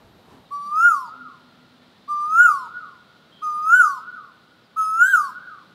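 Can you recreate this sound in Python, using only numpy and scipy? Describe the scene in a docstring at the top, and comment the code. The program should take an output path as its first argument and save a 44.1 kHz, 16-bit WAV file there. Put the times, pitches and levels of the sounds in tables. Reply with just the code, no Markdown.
"""Traffic rumble, insect hiss and a brief low rustle open the scene, with faint far notes and noise swells.
Out of a leafy tree a koel whistles four rising calls: a held note, a swell up to a peak, a falling tail.
Each call is a near-sine with weak overtones, breath noise and a low puff as it breaks off.
Leaves and trunks scatter it, and a far wall returns it a third of a second later."""
import sys
import numpy as np
from scipy import signal
from scipy.fft import rfft, irfft
from scipy.io import wavfile

SR = 44100
rng = np.random.default_rng(int(sys.argv[2]) if len(sys.argv) > 2 else 0)


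def dump(signal):
    """Clip the signal to [-1, 1] and save it as 16-bit WAV at the path in sys.argv[1]."""
    limited = np.clip(np.atleast_2d(signal).T, -1, 1)
    pcm = np.round(limited * 32767).astype(np.int16)
    wavfile.write(sys.argv[1], SR, pcm)


N = 253134


def from_db(db):
    """Decibels to amplitude."""
    return 10 ** (np.asarray(db) / 20)


def rms_one(x):
    """Scale a signal to an rms of 1."""
    return x / np.sqrt(np.mean(x ** 2) + 1e-20)


def decay(t, s):
    """Exponential fall from time zero on, 1 before it."""
    return np.exp(-np.maximum(t, 0) / s)


def level_curve(points):
    """Amplitude at every sample, from levels in dB joined by straight lines."""
    start_s, level_db = np.transpose(points)
    return from_db(np.interp(np.arange(N) / SR, start_s, level_db))


def at_hz(points, hz):
    """A spectrum table read on a log-frequency axis."""
    point_hz, level_db = np.transpose(points)
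    return np.interp(np.log(hz), np.log(point_hz), level_db)


def drift(hz):
    """Slow chance: noise twice through a one-pole low-pass, spread 1."""
    r = np.exp(-2 * np.pi * hz / SR)
    noise = rng.standard_normal(N + SR)
    return rms_one(signal.lfilter([1], [1, -2 * r, r * r], noise)[SR:])


def band_noise(low_hz, high_hz):
    """White noise through a band-pass."""
    band = signal.butter(2, [low_hz, high_hz], "band", fs=SR, output="sos")
    return signal.sosfilt(band, rng.standard_normal(N))


def coloured_noise(spectrum, patchy_db):
    """Noise of the given colour whose level wavers by patchy_db; rms 1."""
    hz = np.maximum(np.arange(N // 2 + 1) * SR / N, 1)
    noise = irfft(rfft(rng.standard_normal(N)) * from_db(at_hz(spectrum, hz)), N)
    return rms_one(noise * from_db(patchy_db * drift(7.6)))


def noise_swells(rows):
    """Bands of noise, each under half a sine wave so it rises and fades."""
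    out, t = np.zeros(N), np.arange(N) / SR
    for start_s, length_s, low_hz, high_hz, level_db in rows:
        envelope = np.sin(np.pi * np.clip((t - start_s) / length_s, 0, 1))
        out += from_db(level_db) * envelope * rms_one(band_noise(low_hz, high_hz))
    return out


# colour of the steady air, relative: [frequency_hz, level_db]
AIR_COLOUR = [(24, -33.5), (40, -20.5), (129, -4.5), (170, -2.5), (242, -3), (281, -8), (318, -6.5),
              (343, -9), (1320, -14), (1460, -15), (2530, -20.5), (3200, -17), (3950, -15), (6390, -34.5),
              (15700, -44.5)]
# its loudness over time: [start_s, level_db]
AIR_LEVEL = [(0.0, -57), (0.69, -56), (1.29, -54.5), (2.54, -54), (4.94, -56.5), (5.31, -54.5),
             (5.74, -54.5)]


def air():
    """Traffic rumble and insect hiss as one bed of shaped noise."""
    return level_curve(AIR_LEVEL) * coloured_noise(AIR_COLOUR, patchy_db=.3)


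# colour of the passing rumble and rustle, relative: [frequency_hz, level_db]
RUSTLE_COLOUR = [(18, -34), (30, -8.5), (86, 1.5), (457, -2.5), (508, -5.5), (928, -4.5), (1270, -10.5),
                 (3530, -27.5), (12700, -35.5), (15700, -47)]
# its loudness over time: [start_s, level_db]
RUSTLE_LEVEL = [(0, -52.5), (0.17, -56), (0.3, -50.5), (0.45, -54), (0.6, -65), (1.0, -92.5)]


def rustle():
    """A patchier, low-heavy noise that dies away within the first second."""
    return level_curve(RUSTLE_LEVEL) * coloured_noise(RUSTLE_COLOUR, patchy_db=1.5)


# faint far notes, small birds among them: [start_s, length_s, start_hz, end_hz, wobble_hz, level_db]
FAR_NOTES = [(0.27, 0.13, 990, 950, 50, -58), (0.32, 0.11, 255, 255, 12, -53),
             (0.43, 0.07, 4100, 3500, 40, -59), (0.52, 0.3, 205, 200, 5, -57), (0.6, 1.7, 250, 248, 5, -58),
             (1.13, 0.18, 250, 258, 8, -48), (1.48, 0.05, 4400, 3800, 40, -62),
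             (1.77, 0.08, 3520, 3480, 30, -65), (1.78, 0.1, 1810, 1790, 15, -65),
             (1.93, 0.06, 1800, 1800, 15, -65), (4.62, 0.07, 5600, 4100, 40, -64)]


def far_notes():
    """Each is a gliding sine, wavering in pitch and level, under a smooth swell."""
    out, t = np.zeros(N), np.arange(N) / SR
    wobble, waver_db = drift(60.0), 3 * drift(25.0)
    for start_s, length_s, start_hz, end_hz, wobble_hz, level_db in FAR_NOTES:
        progress = np.clip((t - start_s) / length_s, 0, 1)
        hz = start_hz + (end_hz - start_hz) * progress + wobble_hz * wobble
        tone = np.sin(2 * np.pi * np.cumsum(hz) / SR)
        out += from_db(level_db + waver_db) * np.sin(np.pi * progress) * tone
    return out


# short swells of noise: [start_s, length_s, low_hz, high_hz, level_db]
SWELLS = [(-0.1, 0.32, 40, 125, -55), (-0.2, 0.75, 12500, 13100, -79), (1.08, 0.15, 450, 1050, -57),
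          (3.3, 0.16, 3150, 3300, -55), (4.76, 0.12, 2500, 3400, -58), (5.05, 0.14, 3650, 4150, -52)]


def extra_swells():
    """Bands of noise that come and go, two of them hoarse noise in the fourth call."""
    return noise_swells(SWELLS)


# dense scatter: foliage near by, a far wall and what lies behind it, the wide surroundings
FOLIAGE_DB, FOLIAGE_T60_S, FOLIAGE_BUILD_S = -47.5, 0.61, .01
WALL_S, WALL_DB, WALL_SPREAD_S, BEHIND_DB, BEHIND_T60_S = .338, -59.5, .012, -61.5, 0.52
WIDE_DB, WIDE_T60_S = -75, 3.5
SCATTER_S = 1.1   # length of the scatter


def scatter_level():
    """Amplitude of the dense scatter against delay, its parts summed in power."""
    t = np.arange(int(SCATTER_S * SR)) / SR
    foliage = from_db(FOLIAGE_DB - 60 * t / FOLIAGE_T60_S) * (1 - decay(t, FOLIAGE_BUILD_S))
    wall = from_db(WALL_DB) * np.exp(-.5 * ((t - WALL_S) / WALL_SPREAD_S) ** 2)
    behind = from_db(BEHIND_DB - 60 * (t - WALL_S) / BEHIND_T60_S) * (t > WALL_S)
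    wide = from_db(WIDE_DB - 60 * t / WIDE_T60_S)
    return np.sqrt(foliage ** 2 + wall ** 2 + behind ** 2 + wide ** 2)


DIRECT_TREBLE_DB = -4.5   # leaves in the line of sight shade the direct treble
TREBLE_SCATTER_DB, TREBLE_T60_S = -30, 0.24
FAR_TREBLE_DB, FAR_CUT_HZ = -10.5, 5600   # long paths lose the top
# single echoes from ground, trunks, branches and, last, the far wall: [delay_s, level_db]
SINGLE_ECHOES = [(0.0052, -28), (0.0099, -11.5), (0.0183, -17), (0.0235, -20), (0.03, -24.5), (0.0447, -27),
                 (0.0577, -27.5), (0.338, -31)]


def trees(whistle, treble):
    """Direct sound, single echoes and dense scatter from foliage; the treble is absorbed sooner."""
    out = whistle + from_db(DIRECT_TREBLE_DB) * treble
    for delay_s, level_db in SINGLE_ECHOES:
        lag = int(delay_s * SR)
        out[lag:] += from_db(level_db) * whistle[:-lag]

    count = int(SCATTER_S * SR)
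    t = np.arange(count) / SR
    far_response = scatter_level() * rng.standard_normal(count)
    near_treble_db = TREBLE_SCATTER_DB - 60 * t / TREBLE_T60_S
    near_response = from_db(near_treble_db) * rng.standard_normal(count)
    dull = signal.sosfilt(signal.butter(4, FAR_CUT_HZ, fs=SR, output="sos"), treble)
    out += signal.fftconvolve(whistle + from_db(FAR_TREBLE_DB) * dull, far_response)[:N]
    return out + signal.fftconvolve(treble, near_response)[:N]


RISE_POWER, DROP_POWER, SAG_HZ_PER_S = 1.6, 1.9, 1300   # climb to the peak, quick drop, slow sag
SCOOP_HZ, SCOOP_S, SETTLE_S = 92, 0.0057, .03   # entered from below, overshoots and settles
ATTACK_DB, ATTACK_S, ACCENT_DB, ACCENT_S = -21.5, 0.011, 6.5, .06   # soft entry, then a small accent
SWELL_S, SWELL_POWER, HOLD_S, FADE_DB_PER_S = 0.11, 4.1, 0.031, 155.5   # effort round the peak


def gesture(t, start, peak, end, rise_s, drop_s, held_hz, peak_hz, end_hz, over_hz, held_db, top_db):
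    """Pitch and effort of one call: held note, swell to the peak, drop and sag."""
    before, after = np.maximum(peak - t, 0), np.maximum(t - peak, 0)
    lift = np.exp(-(before / rise_s) ** RISE_POWER - (after / drop_s) ** DROP_POWER)
    sagging_hz = end_hz + SAG_HZ_PER_S * np.maximum(end - t, 0)
    rest_hz = np.where(t < peak, held_hz, sagging_hz)
    pitch = rest_hz + (peak_hz - rest_hz) * lift
    pitch += over_hz * decay(t - start, SETTLE_S) - (SCOOP_HZ + over_hz) * decay(t - start, SCOOP_S)
    effort_db = held_db + (top_db - held_db) * np.exp(-(before / SWELL_S) ** SWELL_POWER)
    effort_db += ATTACK_DB * decay(t - start, ATTACK_S) + ACCENT_DB * decay(t - start, ACCENT_S)
    return pitch, effort_db - FADE_DB_PER_S * np.maximum(after - HOLD_S, 0)


BREATH_DB = -22   # breath noise relative to the effort
BRIGHT_START_DB, BRIGHT_START_S = 6.5, 0.034   # overtones get a lift at the entry
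TAIL_TREBLE_DB_PER_S = 23.5   # and fade more slowly than the whistle
HOARSE_DB_PER_S, HOARSE_HZ = 22, 150   # overtones roughen as the call falls away
OCTAVE_FADE_DB_PER_S = 89   # the octave dies early in the fall
# strength of overtones 2 to 14 at the syrinx, relative to the effort: [level_db]
OVERTONES_DB = [-9.5, -16.5, -1, 3, -13.5, -5.5, -7, -10, -20, -9, -14.5, -23, -8]
# colour of throat and beak on the overtones: [frequency_hz, gain_db]
BEAK = [(2000, -9), (3000, 5.5), (3900, -11), (4700, -2), (5500, -8.5), (7200, -4), (8300, -6.5),
        (10500, -0.5), (13000, -6.5), (15000, -0.5), (15900, -15.5)]
# gain of the throat on the whistle, strongest at its resonance: [frequency_hz, gain_db]
THROAT = [(930, 31.5), (1070, 30.5), (1150, 30.5), (1210, 31), (1275, 34), (1325, 26), (1415, 33),
          (1470, 33), (1530, 22), (1620, 19)]


def call(row, onset_s=0.0041, droop=0.067, droop_s=0.018, catch_db=10.0, catch_s=.03):
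    """One call: a near-sine with weak overtones and breath; returns whistle and treble."""
    t = np.arange(N) / SR
    start, peak, end, top_lift_db = row[0], row[1], row[2], row[-1]
    pitch, effort_db = gesture(t, *row[:-1])
    whistle_db = effort_db + at_hz(THROAT, pitch)
    pitch *= 1 - droop * np.exp(np.minimum(t - end, 0) / droop_s)   # the pitch sags as the air runs out
    gate = np.clip(np.minimum(t - start, end - t) / onset_s + 1, 0, 1)

    span = slice(int((start - onset_s) * SR), int((end + onset_s) * SR))
    phase = 2 * np.pi * np.cumsum(pitch[span]) / SR
    whistle, treble = np.zeros(N), np.zeros(N)
    whistle[span] = np.sqrt(2) * from_db(whistle_db[span]) * np.sin(phase)

    falling_s = np.maximum(t - peak, 0)
    bright_db = BRIGHT_START_DB * decay(t - start, BRIGHT_START_S) + TAIL_TREBLE_DB_PER_S * falling_s
    overtone_base_db = (effort_db + bright_db)[span]
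    falling_s = falling_s[span]
    flicker, rasp = drift(12.0), drift(HOARSE_HZ)
    for k, strength_db in enumerate(OVERTONES_DB, 2):
        hz = k * pitch[span]
        # shifted chance lets every overtone wax, wane and roughen on its own
        shift = k * SR // 3 - span.start
        own_flicker = np.roll(flicker, shift)[:len(hz)]
        own_rasp = np.roll(rasp, shift)[:len(hz)]
        level_db = overtone_base_db + strength_db + at_hz(BEAK, hz)
        level_db += 2.4 * own_flicker + top_lift_db * (k - 2) / 10
        level_db += falling_s * HOARSE_DB_PER_S * own_rasp
        if k == 2:
            level_db -= falling_s * OCTAVE_FADE_DB_PER_S
        layer = whistle if k == 2 else treble   # the octave is low enough to travel like the whistle
        audible = hz < .45 * SR   # stay clear of aliasing
        layer[span] += np.sqrt(2) * from_db(level_db) * audible * np.sin(k * phase)

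    husky_db = catch_db * decay(t - start, catch_s)   # the voice starts with a husky catch
    treble += from_db(effort_db + BREATH_DB + husky_db) * band_noise(3000, 12000)
    return gate * whistle, gate * treble


# the four calls: [start_s, peak_s, end_s, rise_s, drop_s, held_hz, peak_hz, end_hz (before the final
# pitch droop), overshoot_hz, held_effort_db, top_effort_db, top_overtone_lift_db (reached at overtone 12)]
WHISTLES = [(0.509, 0.863, 1.087, .100, 0.062, 1149, 1427, 944.6, 9.5, -59.5, -43.5, -1.5),
            (2.080, 2.432, 2.675, 0.1, 0.053, 1184, 1461, 952, 20.5, -58, -41, -2.5),
            (3.419, 3.778, 3.991, .082, 0.052, 1213, 1512, 1016, 85, -58, -40.5, 0),
            (4.764, 5.098, 5.303, 0.09, .060, 1276, 1617, 1051, 60, -52, -39.5, 0.7)]


def koel():
    """All four calls from the syrinx, as whistle and treble."""
    return np.sum([call(row) for row in WHISTLES], axis=0)


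def puffs(lead_s=0.039, length_s=0.083, low_hz=530, high_hz=960, level_db=-63):
    """A low puff of band noise as each call breaks off."""
    return noise_swells([(row[2] - lead_s, length_s, low_hz, high_hz, level_db) for row in WHISTLES])


def scene():
    """Bird in the trees over the background, with the noise swells and puffs."""
    background = air() + rustle() + far_notes()
    whistle, treble = koel()
    bird = trees(whistle, treble) + puffs()
    return (background + extra_swells() + bird)[None]


HISS_DB, CUTOFF_HZ = -79, 15700   # hiss level before the filters, steep top cut


def record(dry):
    """The microphone hisses and loses the deep bass; the top is cut steeply."""
    dry = dry + from_db(HISS_DB) * rng.standard_normal(dry.shape)
    dry = signal.sosfilt(signal.butter(1, 60, "high", fs=SR, output="sos"), dry)
    return signal.sosfilt(signal.ellip(12, .5, 70, CUTOFF_HZ, fs=SR, output="sos"), dry)


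dry = scene()
out = record(dry)
dump(out)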